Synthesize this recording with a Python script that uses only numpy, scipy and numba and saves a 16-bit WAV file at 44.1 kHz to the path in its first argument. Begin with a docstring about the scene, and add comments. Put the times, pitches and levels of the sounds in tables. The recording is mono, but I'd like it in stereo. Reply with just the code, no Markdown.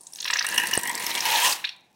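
"""Single bubbles break with rising chirps, close to the microphone in a small room: air and runny slime
are being squeezed from a balloon into a glass dish. The outlet sputters as puffs sound the cavity in the
slime and films snap; one puff hits the microphone. The sputter merges into a crackling hiss, the balloon
runs empty in a bright spray, and a last squelch follows."""
import sys
import numpy as np
from scipy import signal
from scipy.fft import rfft, irfft, next_fast_len
from scipy.io import wavfile
from scipy.ndimage import map_coordinates
from numba import njit

SR = 44100
rng = np.random.default_rng(int(sys.argv[2]) if len(sys.argv) > 2 else 0)


def master_out(mix):
    """Clip the mix to full scale and print it as 16-bit PCM to the path in sys.argv[1]."""
    frames = np.transpose(np.atleast_2d(mix))
    ceiling = np.clip(frames, -1, 1)
    pcm = np.round(ceiling * 32767).astype(np.int16)
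    wavfile.write(sys.argv[1], SR, pcm)


N = 85995


def bubbles():
    """As a bubble's hole widens its pitch shoots up; the tearing film roughens it."""
    # bubbles breaking open: t/s, length/s, start f/Hz, end f/Hz, level/dB
    breaks = [(.007, 0.0049, 7400, 10700, -39), (0.067, 0.0061, 4970, 10260, -33),
              (0.122, 0.0049, 7500, 10500, -41.5), (0.133, 0.0043, 4980, 6180, -33),
              (0.149, 0.003, 6900, 9400, -31.5), (0.157, 0.0035, 4570, 6560, -29.5),
              (0.185, 0.0057, 2460, 6340, -31), (0.202, 0.0038, 4680, 7350, -24.5),
              (0.205, 0.0051, 3240, 6100, -25.5), (0.225, 0.007, 2500, 6300, -26),
              (0.244, 0.0024, 3630, 5560, -18.5), (0.251, 0.0098, 1154, 5160, -22),
              (0.273, .011, 1501, 5500, -20), (0.299, 0.0077, 1268, 3310, -17),
              (0.306, 0.0038, 3730, 7870, -17), (0.328, 0.0093, 1265, 3810, -18.5),
              (0.333, 0.0066, 4060, 6680, -15), (0.353, 0.012, 1020, 2950, -21.5),
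              (0.3672, 0.0073, 4960, 5960, -20.5), (0.385, 0.0072, 1730, 3860, -16.5),
              (0.3906, 0.0056, 4310, 5860, -13.5), (0.405, 0.011, 1410, 2270, -21.5),
              (0.424, 0.0043, 4540, 5950, -22), (0.441, 0.013, 1591, 1876, -22),
              (0.496, 0.0051, 5600, 7100, -31), (0.577, 0.0078, 2687, 2870, -12.5),
              (0.729, .010, 2827, 2918, -19.5), (0.733, 0.0025, 5300, 6350, -38),
              (0.952, 0.0025, 7530, 8900, -21), (1.114, 0.0031, 3480, 4670, -21),
              (1.151, 0.003, 3280, 4270, -17), (1.203, 0.0061, 4320, 6350, -18.5),
              (1.248, 0.0062, 2630, 3960, -24), (1.302, 0.0043, 2910, 4300, -16.5),
              (1.356, 0.0052, 2880, 4240, -14), (1.522, 0.0071, 4370, 5130, -17),
              (1.64, 0.0075, 1965, 2680, -20.5), (1.6456, 0.0086, 3310, 4084, -19),
              (1.667, 0.012, 2430, 3400, -33), (1.69, 0.0049, 3040, 4280, -22.5)]
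    # spray off the film: f/Hz, level/dB
    spray_spectrum = [(300, -32), (620, -16), (900, 5), (1400, 1.5), (2300, 5), (3000, -2.5), (3900, 9.5),
                      (4600, -4), (5500, 3.5), (7000, -11), (9500, -8), (16000, -14.5)]
    out, size = np.zeros((2, N)), 2048
    t = np.arange(size) / SR
    rough_per_s, gulp_below_hz, clean_above_hz = 1400, 1500, 3120
    for s, length, start_hz, end_hz, db in breaks:
        progress = t / length
        pitch = start_hz * (end_hz / start_hz) ** np.minimum(progress, 1)
        phase = 2 * np.pi * np.cumsum(pitch * (1 + .045 * wobble(rough_per_s, size))) / SR
        # small, high bubbles and those that hardly change pitch ring cleaner
        ragged = np.clip(np.log2(end_hz / start_hz) / .35, .15, 1)
        ragged /= 1 + (start_hz / clean_above_hz) ** 2
        rough = .85 * np.sqrt(ragged) * (wobble(rough_per_s, size) + 1j * wobble(rough_per_s, size))
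        tone = unit(((1 + rough) * np.exp(1j * phase)).imag)
        spray = colour(noise_band(size, np.sqrt(start_hz * end_hz), octaves=.8), spray_spectrum)
        gulp = (start_hz < gulp_below_hz) * noise_band(size, centre_hz=1100, octaves=.22)
        shape = np.interp(progress, [0, .08, .49, 1, 1.25], [.14, .029, .74, .45, .029])
        add(out, s, amp(db) * shape * unit(tone + amp(-9) * gulp + amp(2) * ragged * spray))
    return out


def snaps():
    """Each slime film tears with a short broad spit, brightened around its own pitch."""
    # films snapping: t/s, level/dB, ring f/Hz, rise/s
    films = [(.013, -34, 9670, 0.0011), (.024, -46, 9800, 0.00047), (.034, -30.5, 9600, 0.00068),
             (0.051, -43, 8800, 0.00063), (.135, -28, 9000, 0.001), (0.159, -33, 12500, .001),
             (.168, -29.5, 9750, .0013), (.217, -29.5, 9500, .0018), (.244, -26, 9900, 0.00084),
             (0.2628, -21.5, 12800, 0.0005), (0.282, -32, 12200, .001), (0.445, -21, 8500, 0.0015),
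             (.466, -11, 8900, 0.001), (.487, -16, 9600, 0.0014), (0.5232, -20, 8210, .002),
             (0.543, -12, 9600, 0.0016), (0.559, -17, 8740, 0.0012), (.577, -10, 5570, 0.0023),
             (.5834, -13, 10100, 0.00099), (.598, -17, 8750, 0.0017), (.6085, -24.5, 10700, 0.0017),
             (0.634, -19, 10570, 0.0019), (0.6553, -16.5, 9280, .0015), (0.6692, -13, 8540, 0.0021),
             (0.691, -27, 9470, 0.0016), (0.711, -16, 8440, .0015), (.7357, -7, 5800, 0.0014),
             (0.752, -15, 8700, 0.0018), (0.79, -15.5, 8300, .0015), (.811, -24, 7840, 0.0021),
             (0.833, -15.5, 8000, 0.0016), (.852, -22.5, 9170, 0.0017), (.873, -15.5, 7700, 0.0018),
             (0.8936, -15, 8000, 0.0018), (0.9128, -20, 6200, 0.0018), (.952, -13, 8660, .0009),
             (0.9767, -17, 4870, .0018), (.996, -22, 9450, 0.0023), (1.023, -17.5, 5000, .0012),
             (1.065, -10, 5300, 0.0012), (1.1038, -17, 4300, 0.0018), (1.1506, -18.5, 7660, 0.0016),
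             (1.175, -15.5, 5500, 0.0026), (1.206, -14.5, 5730, .0012), (1.2534, -12.5, 4600, 0.0015),
             (1.26, -11.5, 12700, 0.0014), (1.3022, -12, 4220, 0.00083), (1.3123, -13, 13900, 0.00097),
             (1.4, -12.5, 4500, 0.00098), (1.418, -14.5, 4200, .001), (1.434, -12, 8270, .0012),
             (1.456, -13, 7700, 0.0011), (1.763, -45.5, 7500, 0.0012), (1.808, -53, 5800, .001),
             (1.928, -55, 7000, .0008)]
    # colour common to all snaps: f/Hz, level/dB
    spectrum = [(500, -14), (2500, -21), (4200, -4), (5700, 4), (7000, -3), (8800, 2), (12000, 1),
                (16000, -3.5)]
    out, size = np.zeros((2, N)), 2048
    t = np.arange(size) / SR
    for s, db, ring_hz, rise_s in films:
        spit = filtered(rng.standard_normal(size), lambda hz: amp(9.5 * hump(hz, ring_hz, octaves=.15)))
        add(out, s, amp(db - 8.5) * swell(t, rise_s, sharpness=1.19) * colour(spit, spectrum))
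    return out


def outlet_air():
    """Puffs and a fluttering jet sound the cavity in the slime, which shrinks as the balloon empties."""
    # cavity resonances: t/s, second f/Hz, third f/Hz, third against second in steady flow/dB
    resonances = [(.4, 1620, 2726, 2), (.6, 1817, 2775, -1), (.75, 1900, 2770, -7.5), (.9, 2010, 3080, -15),
                  (1.1, 2196, 3004, -5.5), (1.3, 2390, 2990, 0), (1.4, 2530, 3160, 3.5),
                  (1.5, 2700, 3120, 1.5)]
    # depth of the flutter: t/s, share
    flutter_depth = [(1.0, 1), (1.25, .7), (1.4, 1)]
    flutter = unit(amp(3.5 * curves(flutter_depth)[0] * np.minimum(wobble(per_s=130), 1.5)))
    second_hz, third_hz, third_db = curves(resonances)
    wander = 1 + .028 * wobble(per_s=45)
    second = resonance(second_hz * wander, width_hz=420)
    third = resonance(third_hz * wander, width_hz=470)

    def cavity(db):
        """Both resonances at constant power, the third db above the second."""
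        return (second + amp(db) * third) / np.hypot(1, amp(db))

    sputter, puff_envelope = puffs(cavity)
    return sputter + hollow(flutter, puff_envelope) + flutter * (gurgle() + jet(cavity(third_db)))


def puffs(cavity):
    """Each puff colours the cavity in its own way; returns the sound and the summed envelope."""
    # puffs through the slime: t/s, level/dB, third resonance against second/dB
    events = [(0.466, -21.5, 10), (0.482, -20, -11.5), (.523, -18, -5.5), (0.5398, -21, -2),
              (0.56, -18.5, -3), (0.578, -14.5, 4.5), (0.597, -17, -6.5), (0.616, -18, -4),
              (0.634, -16, -5), (.652, -21.5, -6), (0.669, -22.5, -3.5), (.71, -16, -6.5),
              (.731, -16.5, 1.5), (0.7487, -21.5, -4.5), (0.768, -21.5, -0.5), (0.8324, -23, -9),
              (0.853, -17.5, -10), (0.8767, -18.5, -8), (0.895, -17.5, -6.5), (.957, -27, -19),
              (0.975, -22, -15.5), (0.999, -21.5, -10), (1.02, -27.5, -5), (1.065, -26, 1.5),
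              (1.112, -23.5, -4.5), (1.171, -17.5, -0.5), (1.252, -17, 2), (1.358, -18, 11),
              (1.418, -13.5, 1), (1.436, -19.5, 2), (1.455, -17, 3.5)]
    t = np.arange(N) / SR
    sound, envelope = np.zeros((2, N)), np.zeros(N)
    for s, db, third_db in events:
        shape = amp(db - 10) * swell(t - s, peak_s=.0033, sharpness=.92)
        sound += shape * cavity(third_db)
        envelope += shape
    return sound, envelope


def jet(cavity_ring):
    """Steady air grows to a crackling hiss with the cavity ringing in it, then runs out."""
    # air flow: t/s, body level/dB, fizz level/dB
    flow = [(0, -80, -90), (.14, -64, -55), (.3, -40.5, -44), (.43, -38, -50), (.6, -38, -43.5),
            (.82, -39.5, -44), (.94, -42, -50), (1.05, -32.5, -35), (1.24, -30.5, -34), (1.35, -25, -27),
            (1.4, -23.5, -26.5), (1.455, -25, -24), (1.49, -31.5, -28), (1.535, -31, -26),
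            (1.572, -45, -46.5), (1.63, -52, -52.5), (1.75, -82.5, -75.5)]
    # midrange body of the jet: f/Hz, level/dB
    body_spectrum = [(250, -28.5), (550, 0.5), (800, 0), (1300, 1), (1700, 4.5), (2400, 6.5), (3100, 3.5),
                     (3500, 3), (4000, 6.5), (4700, -2.5), (6500, -8)]
    # its treble fizz: f/Hz, level/dB
    fizz_spectrum = [(2500, -31), (4500, -5.5), (5700, 0), (7000, -5), (8500, -6), (11000, -8),
                     (16000, -12.5)]
    body_gain, fizz_gain = amp(curves(flow))
    body = colour(crackle(), body_spectrum) + amp(-5) * cavity_ring
    return body_gain * body + fizz_gain * colour(crackle(), fizz_spectrum)


def hollow(flutter, puff_envelope):
    """The cavity's lowest resonance, driven by flow and puffs; it rings clearest in the full jet."""
    # its pitch: t/s, f/Hz
    pitch = [(.3, 937), (.9, 963), (1.25, 930), (1.35, 878), (1.39, 894), (1.44, 975), (1.48, 962),
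             (1.53, 1020)]
    # its damping: t/s, bandwidth/Hz
    width = [(1.22, 230), (1.32, 110), (1.45, 110), (1.49, 380)]
    # drive from the flow: t/s, level/dB
    level = [(.22, -59), (.3, -58), (.6, -38.5), (1.0, -36.5), (1.2, -32.5), (1.3, -27), (1.345, -18),
             (1.39, -24.5), (1.44, -20.5), (1.52, -30), (1.57, -44.5), (1.65, -71), (1.8, -94)]
    drive = amp(curves(level)[0] - 4) * flutter + amp(-15) * puff_envelope
    return drive * resonance(curves(pitch)[0], curves(width)[0])


def pop():
    """A bursting bubble ticks; its puff hits the microphone, harder on the right, and leaves a low tail."""
    t = np.arange(N) / SR - .7768
    swing_s, tick_s, tick_hz, tail_hz = .00041, .00031, 8570, 96
    u = t / swing_s
    pressure_swing = amp(-9) * 2 * u / (1 + u ** 2) ** 1.87
    tail = amp(-45) * burst(t, rise_s=.000955, decay_s=.009) * np.sin(2 * np.pi * tail_hz * t)
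    tick = amp(-2.5) * np.exp(-np.abs(t) / tick_s) * np.sin(2 * np.pi * tick_hz * t) * np.ones((2, 1))
    return (pressure_swing + tail) * amp([[-8], [2]]) + tick + reflections(tick) / 2


def mist():
    """The last slime is blown to a bright spray as the balloon runs empty."""
    # rise and fall of the spray: t/s, level/dB
    level = [(1.38, -56), (1.435, -28.5), (1.47, -28.5), (1.495, -30.5), (1.525, -30), (1.57, -61),
             (1.65, -92)]
    # its colour: f/Hz, level/dB
    spectrum = [(2500, -20), (4600, -7), (6000, -2), (8500, 5), (11000, -11), (16000, -19.5)]
    return amp(curves(level)[0]) * colour(crackle(), spectrum)


def foam():
    """Many small bubbles of the froth burst between the larger snaps."""
    out, size = np.zeros((2, N)), 512
    start_s, span_s, per_s = .43, .77, 90
    shape = swell(np.arange(size) / SR, peak_s=.00051, sharpness=1.2)
    for when, loud, high in rng.random((int(per_s * span_s), 3)):
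        spit = noise_band(size, centre_hz=8500 * 2 ** (2 * high - 1), octaves=.3)
        add(out, start_s + when * span_s, amp(-36 + 10 * loud) * shape * spit)
    return out


def gurgle():
    """A low gurgle under the escaping air."""
    # rise and fall of the gurgle: t/s, level/dB
    level = [(.1, -67.5), (.35, -57.5), (.6, -46.5), (.92, -47.5), (1.12, -45), (1.45, -49.5), (1.54, -53),
             (1.68, -71)]
    # its colour: f/Hz, level/dB
    spectrum = [(25, -42), (60, -24.5), (110, -4.5), (300, 5), (600, -3), (900, -12.5), (1800, -37.5)]
    return amp(curves(level)[0] - .5) * colour(crackle(), spectrum)


def reflections(x):
    """The glass dish answers at once, the small room with a short tail."""
    # room decay: f/Hz, time to fall 60 dB/s
    decay = [(100, 0.13), (800, 0.53), (2400, 0.48), (3100, .33), (3900, 0.42), (5000, .24), (7000, 0.27),
             (15000, 0.3)]
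    # echo off the dish: f/Hz, level/dB
    dish_spectrum = [(100, -6), (600, 1), (2500, 4.5), (5000, -2), (9000, -4.5), (16000, -4.5)]
    hz, frame_s, frames = signal.stft(rng.standard_normal((2, SR // 2)), SR, nperseg=256)
    room = signal.istft(frames * amp(-60 * frame_s / along(decay, hz)[:, None]), SR, nperseg=256)[1]
    t = np.arange(room.shape[1]) / SR
    dish = colour(rng.standard_normal(room.shape), dish_spectrum)
    dish *= burst(t - .0004, rise_s=.0001, decay_s=.0072)
    answer = amp(-8.5) * room / np.linalg.norm(room[0]) + amp(-6.5) * dish / np.linalg.norm(dish[0])
    return signal.fftconvolve(x, answer, axes=1)[:, :N]


def room_tone():
    """Quiet, steady noise of the room."""
    # noise floor: f/Hz, level/dB
    spectrum = [(25, -15), (60, -15), (160, 4.5), (400, -12.5), (780, 4.5), (1200, -12.5), (4000, -15),
                (16000, -38)]
    return amp(-64.5) * colour(spread(rng.standard_normal((2, N))), spectrum)


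def crackle(grains_per_s=1500, grain_share=.54):
    """Stereo rush of air dotted with tiny bursts of foam."""
    hits = rng.random(N) < grains_per_s / SR
    strength = amp(4.5 * np.clip(rng.standard_normal(N), -2, 1.2))
    grains = unit(hits * strength * rng.uniform(-1.02, 1, (2, N)))
    rush = rng.standard_normal((2, N))
    return spread(np.sqrt(grain_share) * grains + np.sqrt(1 - grain_share) * rush)


def resonance(hz, width_hz):
    """Crackling air through a steep moving resonance, rms 1."""
    poles = np.exp(np.pi * (2j * hz - width_hz) / SR)
    drive = crackle() * width_hz ** 1.5
    return unit(np.array([ring(np.diff(ring(x, poles), prepend=0), poles) for x in drive]))


@njit
def ring(x, poles):
    """A resonator whose pole moves."""
    y, z = np.zeros(len(x)), 0j
    for i in range(len(x)):
        z = z * poles[i] + x[i]
        y[i] = z.imag
    return y


def amp(db):
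    """Decibels to gain."""
    return 10 ** (np.asarray(db) / 20)


def unit(x):
    """Scale to rms 1."""
    return x / np.sqrt(np.mean(x ** 2) + 1e-20)


def along(points, hz):
    """Interpolate (f/Hz, value) points on a log axis."""
    f, values = np.transpose(points)
    return np.interp(np.log(hz + 1), np.log(f + 1), values)


def curves(rows):
    """One value per sample for each column after the time."""
    s, *columns = np.transpose(rows)
    return [np.interp(np.arange(N) / SR, s, column) for column in columns]


def wobble(per_s, size=N):
    """A smooth random curve with per_s knots a second."""
    return map_coordinates(rng.standard_normal(size // 4), [np.arange(size) * per_s / SR], mode="wrap")


def filtered(x, response):
    """Filter x by a function of frequency."""
    n = x.shape[-1]
    padded = next_fast_len(n + 2048)
    return irfft(rfft(x, padded) * response(np.fft.rfftfreq(padded, 1 / SR)), padded)[..., :n]


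def colour(x, spectrum):
    """x shaped by a spectrum, at rms 1."""
    return unit(filtered(x, lambda hz: amp(along(spectrum, hz))))


def hump(hz, centre_hz, octaves):
    """A bell curve on a log axis."""
    return np.exp(-.5 * (np.log2((hz + 1) / centre_hz) / octaves) ** 2)


def noise_band(size, centre_hz, octaves):
    """A bell-shaped band of noise, rms 1."""
    return unit(filtered(rng.standard_normal(size), lambda hz: hump(hz, centre_hz, octaves)))


def burst(t, rise_s, decay_s):
    """Quick rise and exponential fall, peak 1."""
    t = np.maximum(t, 0)
    shape = (1 - np.exp(-t / rise_s)) * np.exp(-t / decay_s)
    return shape / (shape.max() + 1e-12)


def swell(t, peak_s, sharpness):
    """A rounded rise and fall, peak 1 at peak_s."""
    u = np.maximum(t, 0) / peak_s
    return (u * np.exp(1 - u)) ** sharpness


def spread(pair, width=.7):
    """Two unrelated signals as a partly alike left and right."""
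    return unit(np.array([pair[0] + width * pair[1], pair[0] - width * pair[1]]))


def add(out, s, x):
    """Place a short sound at time s, reaching the microphone from a slightly random direction."""
    lag_s = rng.normal(0, .00002) * np.array([[.5], [-.5]])
    i = round(s * SR)
    out[:, i:i + len(x)] += filtered(x, lambda hz: np.exp(2j * np.pi * hz * lag_s))[:, :N - i]


def scene():
    """The balloon close to the microphone and a little to the right, over room tone."""
    # the outlet drifts to the middle and back: t/s, left level/dB (the right gets the opposite)
    pan = [(.1, -1.2), (.6, -1.1), (1.05, -1), (1.3, 0), (1.7, -1)]
    direct = bubbles() + snaps() + foam() + outlet_air() + mist()
    direct *= amp(curves(pan)[0] * np.array([[1], [-1]]))
    return room_tone() + direct + reflections(direct) + pop()


def record(dry):
    """The recorder cuts off around its band limit."""
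    top_hz = 16300
    return filtered(dry, lambda hz: np.clip((top_hz - hz) / 500 + .5, 0, 1))


dry = scene()
out = record(dry)
master_out(out)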